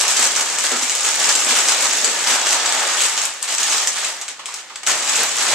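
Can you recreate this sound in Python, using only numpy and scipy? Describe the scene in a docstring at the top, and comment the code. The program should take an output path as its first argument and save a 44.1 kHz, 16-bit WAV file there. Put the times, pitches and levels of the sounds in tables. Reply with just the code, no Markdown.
"""Crumpled packing paper is hauled out of a cardboard box, handful after handful, in a small room.
Its creases buckle in runs of tiny pops and a few sharp snaps; the sheet hisses by friction, its
broad folds flutter, and its scrapes drive the panel modes of the box. The long strip swings free and
almost falls silent, then is bunched up again. Two close microphones listen from above."""
import sys
import numpy as np
from scipy import signal
from scipy.fft import rfft, irfft
from scipy.io import wavfile
from scipy.ndimage import uniform_filter1d, minimum_filter1d

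SR = 44100
rng = np.random.default_rng(int(sys.argv[2]) if len(sys.argv) > 2 else 0)


def store_wav(level_fs):
    """Save 16-bit WAV to argv[1]."""
    pcm = np.round(np.clip(np.atleast_2d(level_fs), -1, 1) * 32767)
    wavfile.write(sys.argv[1], SR, pcm.T.astype(np.int16))


N = 244666
TIME = np.arange(N) / SR
MIC_SPACING_M, SOUND_SPEED_M_S = 0.054, 343


def crinkle(crush_db):
    """Buckling avalanches: small creases pop amid a fizz of fibres, more unevenly under hard crushing."""
    # Each row: frequency in Hz, spectral level in dB.
    spectrum = [(150, -28), (500, -27), (1200, -10), (2500, -5), (5000, -2), (9000, 0.5), (14000, -0.5)]
    grains = pops(low_hz=965, high_hz=13920, cycles=1.73, spread_db=3.0, count=20000, size=96)
    fizz = amp(-5.5) * diffuse(N)
    vigour = np.clip((crush_db + 50.0) / 24, .1, 1.2)
    avalanches = unit(amp(2.1 * vigour * wander(60)))
    return colour((grains + fizz) * avalanches * amp(crush_db - 1.85), spectrum)


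def pops(low_hz, high_hz, cycles, spread_db, count, size):
    """Damped oscillators: each facet of paper flips and rings with its own pitch, size and direction."""
    when, pitch, rank, side, sign = rng.random((count, 5)).T[:, :, None]
    samples = (when * (N - size)).astype(int) + np.arange(size)
    hz = low_hz + (high_hz - low_hz) * pitch
    spread = spread_db * (hz / high_hz) ** 0.25  # tight creases differ most in strength
    height = amp(-spread * np.log(rank + 1 / 200)) * np.sign(sign - .5) * hz ** 0.39
    lag = 0.64 * (side - .5) * MIC_SPACING_M / SOUND_SPEED_M_S / 2  # the paper lies roughly ahead
    channels = []
    for delay in (lag, -lag):
        turns = hz * np.maximum((np.arange(size) - 2) / SR - delay, 0)
        ring = height * np.exp(-turns / cycles) * np.sin(2 * np.pi * turns)
        channels.append(np.bincount(samples.ravel(), ring.ravel(), N))
    return unit(np.array(channels))


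def snaps(crush_db):
    """Snap-through: a stiff crease gives way, the larger the longer, and shakes its neighbours loose."""
    # Each row: start in seconds, relative strength in dB, following run of pops in dB relative
    # to the snap, brightness in dB per octave.
    creases = [(0.011, -8, -26, 4), (0.1942, -12, -15, 2), (0.226, -14, -15, 8), (0.5858, -14, -9.5, -3),
               (0.822, -19, -5, 0), (0.8965, -14, -12, -2.5), (0.918, -19, -5, -3), (0.9519, -14, -12, 8),
               (1.0496, -17, -8, 1), (1.3524, -12, -8, -1), (1.4044, -12.5, -11, 3),
               (1.6846, -11.5, -3.5, -1.5), (2.045, -6, -18, -1.5), (2.469, -13, -9, -5),
               (2.53, -11, -10, -1), (2.6585, -14.5, -7.5, -5.5), (2.7234, -11, -19, -4),
               (3.0057, -13, -16, 3), (3.0536, -20, -3, -3.5), (3.177, -13.5, -8, -2.5),
               (3.2165, -17, -11, 3), (3.2535, -16, -22, 16), (3.4274, -15.5, -21, 7),
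               (3.5495, -15, -23, 1), (3.631, -11.5, -19, 2), (3.7813, -16, -11, -3),
               (3.8728, -7.5, -12.5, -0.5), (4.0471, -19, -6.5, -3), (4.2131, -24.5, -6, -1),
               (4.2806, -26.5, -2.5, -4), (4.4576, -20.5, -8.5, -2), (4.541, -22, -7, 0),
               (4.7575, -26, -4, -3.5), (4.8323, -34, -4, 0), (4.871, -17.5, -3, -3.5),
               (5.1673, -18, -12, 13), (5.233, -14.5, -22, 12)]
    # Each row: frequency in Hz, spectral level in dB.
    spectrum = [(100, -34), (400, -16), (1200, -7.5), (3000, -0.5), (5500, 1.5), (8000, 4.5), (14000, 1)]
    out, t = np.zeros((2, N)), np.arange(2048) / SR
    hz = np.fft.rfftfreq(len(t), 1 / SR)
    octaves = np.log2(np.clip(hz, 1500, 12000) / 6000)
    for start, db, run_db, tilt_db in creases + lesser_creases(crush_db):
        fibres, neighbours = rng.standard_normal((2, len(t)))
        travel_s = .00045 * amp(.25 * (db + 20))
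        crack = np.sign(fibres) * np.sqrt(t / travel_s) * np.exp(-t / travel_s)
        run_envelope = np.exp(-t / 0.0072) * (1 - np.exp(-t / travel_s))
        run = amp(run_db - 4.5) * unit(neighbours * abs(neighbours)) * run_envelope
        # tight creases sound thin and high, slack ones fuller
        tilted = rfft(np.roll(crack + run, 4)) * amp(tilt_db * octaves)
        lag = 0.28 * rng.uniform(-0.41, 0.3) * MIC_SPACING_M / SOUND_SPEED_M_S / 2
        pair = irfft(tilted * np.exp(1j * np.pi * hz * np.array([[lag], [-lag]])))
        add(out, start, amp(db + 12.5) * pair)
    return colour(out, spectrum)


def lesser_creases(crush_db, count=50, spread_db=1.5, run_db=-14, tilt_spread_db=7):
    """Random buckling: further rows for snaps(), as strong as the crushing at that moment allows."""
    when, size, brightness = rng.random((count, 3)).T
    start = (np.arange(count) + when) / count * N / SR
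    db = np.interp(start, TIME, crush_db) - 2.5 + spread_db * (2 * size - 1)
    tilt_db = tilt_spread_db * (2 * brightness - 1)
    return list(zip(start, db, np.full(count, run_db), tilt_db))


def handling(grip_s=0.0049, relax_s=0.0074, crunch_flex_db=-21.5):
    """Incoherent sources add in power: haul plus handfuls give crushing, sliding and flexing in dB."""
    # Each row: time in seconds, crushing in dB, then sliding and flexing in dB relative to crushing.
    haul = [(0, -19, -4, -21), (.33, -24.5, -2.5, -12.5), (.55, -23.5, -5, -16), (.97, -23.5, -5, -20),
            (1.28, -20, -6, -15.5), (1.85, -20, -5, -15.5), (2.19, -23.5, -3, -14.5), (2.62, -24.5, 1, -14),
            (3.0, -21, -3.5, -18), (3.24, -27.5, -3, -17.5), (3.39, -37, -1, -13.5), (3.72, -23.5, -7, -21),
            (4.08, -30, -2.5, -16.5), (4.36, -45.5, 2, -10), (4.84, -45, 2, -8), (4.9, -24, -3.5, -15),
            (5.33, -24.5, -4, -17), (5.55, -18.5, -0.5, -15.5)]
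    # Each row: start and length in seconds, crushing in dB, sliding in dB relative to crushing.
    crunches = [(0, 0.011, -20, -2), (0.076, 0.04, -19, -13), (.16, .11, -17.5, -9),
                (0.348, 0.068, -20.5, -6.5), (0.635, 0.024, -17, -7), (0.703, 0.025, -23, -3),
                (0.816, .03, -22, -14), (1.04, 0.052, -21, -5), (1.196, 0.06, -21.5, -4.5),
                (1.277, 0.03, -19.5, -1), (1.475, 0.052, -19, -3), (1.547, 0.043, -17, -6.5),
                (1.675, 0.053, -24.5, 2), (1.82, 0.039, -20, -3.5), (2.261, 0.095, -18.5, -3.5),
                (2.459, 0.09, -20, -7.5), (2.986, 0.079, -19.5, -17), (3.161, 0.1, -26.5, -3),
                (3.42, 0.037, -28.5, -1.5), (3.475, 0.069, -21.5, -6.5), (3.575, 0.18, -22, -5),
                (3.708, 0.13, -24.5, -3), (3.951, 0.14, -27, -1.5), (4.208, 0.018, -34, -6),
                (4.281, 0.029, -32.5, -3), (4.459, 0.15, -37, -0.5), (4.862, .055, -17, -7),
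                (5.065, 0.099, -23, -3.5), (5.164, 0.075, -24, 0.5), (5.37, 0.065, -23.5, -6)]
    times, *columns = np.transpose(haul)
    crush_db, slide_db, flex_db = (np.interp(TIME, times, column) for column in columns)
    power = amp([crush_db, crush_db + slide_db, crush_db + flex_db]) ** 2
    for start, length, db, sliding_db in crunches:
        age = TIME - start
        envelope = np.clip(age / grip_s, 0, 1) * np.exp(-np.maximum(age - length, 0) / relax_s)
        power += (amp([[db], [db + sliding_db], [db + crunch_flex_db]]) * envelope) ** 2
    return 10 * np.log10(power)


def slide(slide_db):
    """Sliding friction: paper hisses over paper and cardboard while its larger facets knock."""
    # Each row: frequency in Hz, spectral level in dB.
    spectrum = [(100, -42), (250, -30.5), (450, -6.5), (750, -2.5), (1200, -2.5), (2200, -2), (4000, -2),
                (8000, -7.5), (14000, -8)]
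    knocks = pops(low_hz=402, high_hz=6050, cycles=1.16, spread_db=1.5, count=11000, size=192)
    friction = unit(knocks + amp(-1.0) * diffuse(N))
    return colour(friction * amp(slide_db - 3.5 + 0.35 * wander(60)), spectrum)


def flex(flex_db):
    """Flexural motion: broad folds bend with a low, hollow flutter."""
    # Each row: frequency in Hz, spectral level in dB.
    spectrum = [(30, -44), (100, -14), (170, -7), (240, 2.5), (400, 2.5), (600, 3), (1200, -19.5),
                (4000, -46)]
    return colour(diffuse(N) * amp(flex_db - 4 + 0.83 * wander(41)), spectrum)


def rub():
    """Cavity resonance: the hollow of the box colours the stutter of the wad along its inside."""
    # Each row: time in seconds, relative level in dB.
    levels = [(2.1, -56), (2.3, -31), (2.43, -30), (2.54, -25), (2.68, -36), (2.82, -22.5), (2.95, -61),
              (3.05, -41), (3.25, -60)]
    # Each row: frequency in Hz, spectral level in dB.
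    hollow = [(200, -39), (450, -20), (720, -4), (950, -6.5), (1400, -10), (3000, -26)]
    level_db = np.interp(TIME, *np.transpose(levels), left=-100, right=-100)
    return colour(diffuse(N) * amp(level_db - 5.5 + 1.7 * wander(40)), hollow)


def flaps():
    """Damped impacts: the free end of the strip slaps against itself with short, dull pats."""
    # Each row: start in seconds, strength in dB, decay time in seconds.
    slaps = [(4.213, -35, 0.016), (4.394, -29, 0.013), (4.487, -30, 0.0058), (4.699, -32.5, 0.013),
             (4.832, -26.5, 0.0087)]
    # Each row: frequency in Hz, spectral level in dB.
    spectrum = [(200, -20), (600, -13), (1050, 2.5), (1500, -9), (2100, -3.5), (3500, -6), (8000, -16.5)]
    out, t = np.zeros((2, N)), np.arange(4096) / SR
    for start, db, decay in slaps:
        add(out, start, amp(db) * diffuse(len(t)) * np.exp(-t / decay))
    return colour(out, spectrum)


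def box():
    """Forced vibration: paper catches on the walls and sets the cardboard panel modes drumming."""
    # Each row: frequency in Hz, bandwidth in Hz, relative level in dB.
    modes = [(255, 18, -0.5), (350, 53, -7.5), (450, 48, -2.5), (940, 120, -21), (1265, 120, -9)]
    # Each row: start in seconds, relative strength in dB, length in seconds.
    scrapes = [(0.184, -32, 0.025), (0.716, -27.5, 0.061), (0.774, -46, 0.024), (0.822, -33, 0.022),
               (1.069, -39, 0.039), (1.51, -31.5, .03), (2.03, -32.5, 0.083), (2.29, -33.5, .06),
               (2.61, -37, 0.058), (3.724, -39.5, 0.04), (5.174, -30.5, 0.067)]
    out, t = np.zeros((2, N)), np.arange(8192) / SR
    panel = sum(amp(db) * width * np.exp(-np.pi * width * t) * np.cos(2 * np.pi * hz * t)
                for hz, width, db in modes)
    no_bass = signal.butter(3, 170, "highpass", fs=SR, output="sos")  # light panels radiate little bass
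    for start, db, length in scrapes:
        scrape = signal.sosfilt(no_bass, rng.standard_normal(len(t)) * np.exp(-(t / length) ** 4))
        drum = unit(signal.fftconvolve(scrape, panel)[:len(t)]) * np.sqrt(length / t[-1])
        add(out, start, amp(db - 3.0) * np.array([drum, drum]))
    return out


def puffs():
    """Air displacement: the squeezed wad pushes out soft, low puffs."""
    # Each row: start in seconds, relative level in dB, length in seconds.
    squeezes = [(0.195, -54, 0.075), (4.879, -50, 0.1), (5.05, -58, 0.41), (5.51, -39, .08)]
    out, t = np.zeros((2, N)), np.arange(16384) / SR
    band = signal.butter(2, [70, 170], "bandpass", fs=SR, output="sos")
    for start, db, length in squeezes:
        puff = unit(signal.sosfilt(band, diffuse(len(t))))
        swell = np.sin(np.pi * np.minimum(t / length, 1))
        add(out, start, amp(db + 9.5) * puff * swell)
    return out


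def room(x, wet_db, parts=8):
    """Reverberation: box, floor and walls give each part of the long strip its own echo pattern."""
    # Each row: frequency in Hz, time to decay by 60 dB in seconds.
    decay_times = [(150, 0.18), (800, 0.37), (2500, 0.28), (7000, 0.27), (14000, 0.15)]
    out = np.zeros((2, N))
    sounding_part = np.repeat(rng.integers(0, parts, N // 128 + 1), 128)[:N]
    for part in range(parts):
        hz, t, spectra = signal.stft(diffuse(size=22050), SR, nperseg=256)
        decay = amp(-60 * t / read(decay_times, hz)[:, None])
        tail = signal.istft(spectra * decay, SR, nperseg=256)[1]
        tail *= np.clip(np.arange(tail.shape[1]) / SR / 0.0011 - 1, 0, 1)  # echoes start after 1.1 ms
        share = np.sin(np.pi / 2 * uniform_filter1d(1. * (sounding_part == part), 128))
        out += signal.oaconvolve(x[:1] * share, tail / np.linalg.norm(tail[0]), axes=1)[:, :N]
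    no_bass = signal.butter(3, 200, "highpass", fs=SR, output="sos")
    return amp(wet_db) * signal.sosfilt(no_bass, out)


def background():
    """Noise floor: the diffuse quiet of the room and a faint, independent rumble in each port."""
    # Each row: frequency in Hz, spectral level in dB.
    quiet = [(20, -4), (70, -13), (150, 29), (500, -13), (2000, -20), (14000, -30)]
    rumble = colour(rng.standard_normal((2, N)), [(40, -3), (90, -4), (300, -11), (2000, -60)])
    return amp(-67.5) * colour(diffuse(N), quiet) + amp(-60.0) * rumble


def diffuse(size):
    """Diffuse-field noise: alike at both microphones in the bass, unrelated in the treble."""
    common, separate = rfft(rng.standard_normal((2, size)))
    coherence = np.sinc(2 * np.fft.rfftfreq(size, 1 / SR) * MIC_SPACING_M / SOUND_SPEED_M_S)
    right = coherence * common + np.sqrt(1 - coherence ** 2) * separate
    return irfft(np.array([common, right]), size)


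def wander(hz):
    """Random modulation: a curve of rms one that fluctuates mostly near the given rate."""
    ratio = np.fft.rfftfreq(N, 1 / SR) / hz
    return unit(irfft(rfft(rng.standard_normal(N)) * ratio / (1 + ratio ** 3), N))


def colour(x, points):
    """Unit-energy filtering: white sound takes on a spectrum and keeps its power."""
    taps = response(points)
    return signal.oaconvolve(x, taps[None] / np.linalg.norm(taps), axes=1)[:, :N]


def response(points, size=2048):
    """Minimum phase: the causal impulse response of a spectrum."""
    hz = abs(np.fft.fftfreq(size, 1 / SR))
    log_gain = np.log(amp(read(points, hz)))
    return np.fft.ifft(np.exp(np.conj(signal.hilbert(log_gain)))).real[:size // 2]


def read(points, hz):
    """Interpolation of a table on a log-frequency axis."""
    table_hz, values = np.transpose(points)
    return np.interp(np.log(hz + 1), np.log(table_hz), values)


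def add(mix, start_s, sound):
    """Superposition: a stereo sound joins the mix at a given time."""
    part = mix[:, max(round(start_s * SR), 0):][:, :sound.shape[1]]
    part += sound[:, :part.shape[1]]


def amp(db):
    """Decibels as an amplitude ratio."""
    return 10 ** (np.asarray(db) / 20)


def unit(x):
    """Normalisation to an rms of one."""
    return x / np.sqrt(np.mean(x ** 2) + 1e-20)


def scene():
    """Direct and reverberant sound: creases crack close by, the sliding sheet lies farther off."""
    crush_db, slide_db, flex_db = handling()
    near = crinkle(crush_db) + snaps(crush_db)
    far = slide(slide_db) + rub() + flaps()
    body = amp(5) * (flex(flex_db) + box())
    echoes = room(near + amp(1.0) * far, wet_db=-2.0)
    return near + far + body + echoes + background() + puffs()


def record(dry, left_delay_s=.00004, ceiling=.95, cutoff_hz=14300):
    """Port resonance: each microphone rings at its own pitch; a limiter and a low-pass follow."""
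    # Each row: frequency in Hz, gain of the port in dB.
    left_port = [(100, -12), (1100, -0.46), (2500, 0.8), (4600, 0), (6300, 2.5), (7100, 4.5), (7600, 8),
                 (8050, 7.5), (8700, 0.5), (9900, -6), (12500, -13), (14200, -12)]
    right_port = [(100, -8.5), (1100, 1.74), (2500, 1.84), (4600, 0.95), (5900, 4), (6650, 7), (7400, 1),
                  (8700, -7.5), (10000, -14.5), (12000, -25), (14200, -28.5)]
    ports = np.array([response(left_port), response(right_port)])
    heard = signal.oaconvolve(dry, ports, axes=1)[:, :N]
    delay = np.exp(-2j * np.pi * np.fft.rfftfreq(N, 1 / SR) * np.array([[left_delay_s], [0]]))
    heard = irfft(rfft(heard) * delay, N)
    allowed_gain = ceiling / np.maximum(abs(heard), ceiling)
    limiter = uniform_filter1d(minimum_filter1d(allowed_gain, size=49), size=49)
    low_pass = signal.firwin(1023, cutoff_hz, window=("kaiser", 9), fs=SR)
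    return signal.oaconvolve(heard * limiter, low_pass[None], "same")


dry = scene()
out = record(dry)
store_wav(out)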